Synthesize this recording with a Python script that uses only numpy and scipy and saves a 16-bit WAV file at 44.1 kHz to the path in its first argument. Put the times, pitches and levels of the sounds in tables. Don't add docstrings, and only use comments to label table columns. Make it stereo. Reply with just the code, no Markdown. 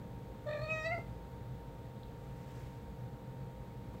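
import sys
import numpy as np
from scipy import signal
from scipy.fft import rfft, irfft
from scipy.io import wavfile

SR = 44100
rng = np.random.default_rng(int(sys.argv[2]) if len(sys.argv) > 2 else 0)


def master_out(mix):
    frames = np.transpose(np.atleast_2d(mix))
    ceiling = np.clip(frames, -1, 1)
    pcm = np.round(ceiling * 32767).astype(np.int16)
    wavfile.write(sys.argv[1], SR, pcm)


N = 176400


def undb(db):
    return 10 ** (np.asarray(db) / 20)


def unit(x):
    return x / np.sqrt(np.mean(x ** 2))


def curve(table, t, column=1):
    rows = np.array(table, float)
    return np.interp(t, rows[:, 0], rows[:, column])


def per_bin(points):
    hz, value = np.array(points, float).T
    return np.interp(np.log(np.arange(N // 2 + 1) * SR / N + 1), np.log(hz), value)


def drift(rate_hz):
    hz = np.arange(N // 2 + 1) * SR / N
    return unit(irfft(rfft(rng.standard_normal(N)) * np.exp(-(hz / rate_hz) ** 2), N))


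def pan(pan_db):
    return unit(undb(np.array([[pan_db], [-pan_db]]) / 2))


def tone(phase, pan_db, lead):
    return pan(pan_db) * np.sin(phase + np.array([[lead], [-lead]]) / 2)


# (frequency [Hz], pan [dB])
NOISE_PAN = [(60, 0), (150, -2.5), (400, 3), (700, -5), (1290, .5), (2380, -2.5), (4400, -6.5), (8120, -1),
             (15000, 0.5)]
# (frequency [Hz], correlation [0-1])
NOISE_CORRELATION = [(130, 0.95), (290, 0.85), (480, 0.93), (700, 0), (15000, 0)]


def room_noise(colour_db):
    likeness = per_bin(NOISE_CORRELATION)
    mid, side = rfft(rng.standard_normal((2, N)))
    sides = np.array([[1], [-1]])
    stereo = mid * np.sqrt(1 + likeness) + sides * side * np.sqrt(1 - likeness)
    return unit(irfft(stereo * undb(colour_db + sides * per_bin(NOISE_PAN) / 2), N))


# (frequency [Hz], relative level [dB])
DRONE_EQ = [(20, -24), (40, -16.5), (57, 1), (65, -6.5), (77, -7), (92, -14), (114, -1.5), (132, 2.5),
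            (150, -14), (175, -5), (210, -15.5), (260, -36.5), (500, -74)]
# (frequency [Hz], relative level [dB])
AIR_EQ = [(120, -29), (200, -3), (235, -3), (260, -9), (330, -11.5), (510, -7), (570, -11.5), (760, -12.5),
          (860, -17), (1150, -18), (2000, -23.5), (2900, -30), (3600, -29), (5400, -38), (8300, -37.5),
          (9300, -42), (11000, -41.5), (13000, -37.5), (15500, -37.5)]
# (frequency [Hz], level [dB], pan [dB], left phase lead [rad])
WHINE_TONES = [(290.4, -63.5, -6.5, 0.32), (461.5, -64.5, 0, 0.61), (481.5, -66, -9, .4),
               (518.8, -64, 5.5, 0.21), (807, -58, -2.5, 2.65), (868, -74.5, 8, 1.5),
               (924.8, -60.5, 1, 1.2)]


def fan(t):
    drone_db, air_db = -47, -54.5
    pitch_wander, waver_db = .0022, 1.05
    low_cut = per_bin([(100, -39), (200, 0)])
    out = undb(drone_db) * room_noise(per_bin(DRONE_EQ))
    out += undb(air_db) * room_noise(per_bin(AIR_EQ) + low_cut)
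    for hz, db, pan_db, lead in WHINE_TONES:
        phase = 2 * np.pi * np.cumsum(hz * (1 + pitch_wander * drift(12))) / SR
        out += np.sqrt(2) * undb(db + waver_db * drift(13)) * tone(phase, pan_db, lead)
    return out


# (peak time [s], width [s], level [dB])
CLOTH_SWELLS = [(.78, 0.37, -64), (2.52, 0.36, -65.5), (2.6, 0.11, -66.5), (3.95, 0.12, -70)]
# (frequency [Hz], relative level [dB])
CLOTH_EQ = [(200, 5), (800, 0), (2000, 3), (4500, -7.5), (8000, -8.5), (10000, -17.5), (15000, -16)]


def bedding_rustles(t):
    grain_db = 1.5
    swells = sum(undb(db) * np.exp(-((t - at) / width) ** 2) for at, width, db in CLOTH_SWELLS)
    return swells * undb(grain_db * drift(62)) * room_noise(per_bin(CLOTH_EQ))


# (time [s], pitch [Hz])
CALL_PITCH = [(.458, 636.4), (.474, 591.4), (.535, 607.4), (.565, 584), (.61, 598.4), (.632, 619.3),
              (.66, 625), (.673, 608), (.686, 631.8), (.73, 633.7), (.836, 624.6), (.866, 659),
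              (.888, 650.4), (.91, 665), (.921, 703.3), (.942, 701), (.958, 676), (.985, 675)]
# (time [s], 1st [dB], 2nd [dB], 3rd [dB], 4th [dB], 5th and 6th [dB], 7th [dB], 8th and up [dB])
CALL_ENVELOPES = [(.458, -43, -53, -74, -75, -80, -78, -75), (.478, -33.5, -45, -50.5, -67, -61, -61, -71),
                  (.535, -39.5, -44, -45.5, -48.5, -56, -63, -73),
                  (.59, -39, -51.5, -50.5, -60, -71, -62, -77),
                  (.64, -38, -41, -51.5, -52.5, -59, -49.5, -70),
                  (.68, -39, -43, -54, -46.5, -58, -65, -70),
                  (.715, -36, -33.5, -56, -30, -54.5, -70, -57.5),
                  (.76, -43, -34, -45, -40, -52, -67, -57.5),
                  (.83, -46, -37.5, -45.5, -45.5, -60, -65, -56.5),
                  (.868, -33, -50, -35.5, -41.5, -47, -55, -54),
                  (.895, -35.5, -42, -43.5, -46, -62, -60.5, -72),
                  (.93, -33.5, -39, -33, -58, -78, -70, -69), (.96, -37, -40.5, -49, -63, -70, -66, -72),
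                  (.985, -37.5, -49, -64, -69, -78, -76, -72)]
ENVELOPE_ROUTING = [1, 2, 3, 4, 5, 5, 6, 7, 7, 7, 7, 7, 7]
# (trim [dB], pan [dB], left phase lead [rad])
HARMONIC_MIX = [(0.5, -3, -1.1), (-2.5, 4, -2.5), (2, 5.5, 1.48), (2, -7, -1.77), (-10, 2.5, -1.5),
                (0, -11, 1.5), (1, -8.5, 4), (-9.5, -2, -1.6), (-8, -1, -2), (-12.5, -9, -4.5),
                (-14, -13, 5), (-8, -9, -2.3), (-17.5, -6, 4.5)]
# (time [s], centre [Hz])
MOUTH_SWEEP = [(.69, 7800), (.725, 6400), (.775, 6060), (.81, 5730), (.84, 5100), (.875, 4280), (.95, 4470)]


def kitten_call(t):
    start_s, end_s, attack_s, release_s = .458, .99, .003, .014
    trill_end_s, trill_fade_s = .66, .07
    trill_hz, swing_hz, crest_s, throb_lead_s = 47.32, 24.5, .495, .0029
    clear_jitter, trill_jitter = .0018, .0111
    clear_rasp_db, trill_rasp_db = -31, -16.5
    mouth_boost_db, mouth_width_hz, voice_db = 10, 290, -.5

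    trill = np.clip((trill_end_s - t) / trill_fade_s, 0, 1)
    flutter = trill * np.cos(2 * np.pi * trill_hz * (t - crest_s))
    throb = trill * np.cos(2 * np.pi * trill_hz * (t - crest_s + throb_lead_s))
    jitter = (clear_jitter + trill_jitter * trill) * drift(160)
    pitch = curve(CALL_PITCH, t) + swing_hz * flutter
    phase = 2 * np.pi * np.cumsum(pitch * (1 + jitter)) / SR
    rasp = undb(clear_rasp_db + (trill_rasp_db - clear_rasp_db) * trill)
    mouth_hz = curve(MOUTH_SWEEP, t)
    out = 0
    for k, (column, (trim_db, pan_db, lead)) in enumerate(zip(ENVELOPE_ROUTING, HARMONIC_MIX), 1):
        mouth_db = mouth_boost_db * np.exp(-((k * pitch - mouth_hz) / mouth_width_hz) ** 2)
        tremolo_db = (2.2 + .6 * k) * throb
        level = undb(curve(CALL_ENVELOPES, t, column) + trim_db + mouth_db + tremolo_db)
        roughness = 1 + rasp * drift(256)
        out += level * roughness * tone(k * phase, pan_db, lead)
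    gate = np.clip((t - start_s) / attack_s, 0, 1) * np.clip((end_s - t) / release_s, 0, 1)
    return out * gate * undb(voice_db)


# (time [s], level before filtering [dB], centre [Hz])
TICK_CUES = [(0.703, -29, 2670), (2.033, -37.5, 3880)]


def ticks(t):
    decay_s = .0015
    out = 0
    for at, db, hz in TICK_CUES:
        burst = rng.standard_normal(N) * (t > at) * np.exp(-np.abs(t - at) / decay_s)
        b, a = signal.iirpeak(hz, Q=3.3, fs=SR)
        out += undb(db) * signal.lfilter(b, a, signal.lfilter(b, a, burst))
    return out * pan(pan_db=-14)


# (time [s], level [dB])
PAT_CUES = [(0.976, -40.5), (3.937, -45)]
# (frequency [Hz], relative level [dB])
PAT_EQ = [(50, -12), (130, -5), (450, -9.5), (900, -9), (2000, -40), (8000, -47)]


def paw_pats(t):
    attack_s, decay_s = .0062, .012
    envelope = 0
    for at, db in PAT_CUES:
        rise = np.clip((t - at) / attack_s, 0, 1)
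        fall = np.exp(-np.maximum(t - at - attack_s, 0) / decay_s)
        envelope += undb(db) * rise * fall
    return envelope * room_noise(per_bin(PAT_EQ))


def bedroom_reverb(x, t):
    t60_s, predelay_s, wet_db = .25, .0079, -5.5
    age = t[:SR // 2]
    tail = rng.standard_normal((2, len(age))) * undb(-60 * age / t60_s) * (age > predelay_s)
    tail /= np.sqrt(np.sum(tail ** 2, axis=1, keepdims=True))
    return x + undb(wet_db) * signal.fftconvolve(x, tail, axes=1)[:, :N]


def scene():
    t = np.arange(N) / SR
    foreground = bedroom_reverb(kitten_call(t) + ticks(t), t)
    return foreground + paw_pats(t) + bedding_rustles(t) + fan(t)


def record(dry):
    cutoff_hz = 15750
    return signal.sosfilt(signal.ellip(10, .1, 70, cutoff_hz, fs=SR, output="sos"), dry)


dry = scene()
out = record(dry)
master_out(out)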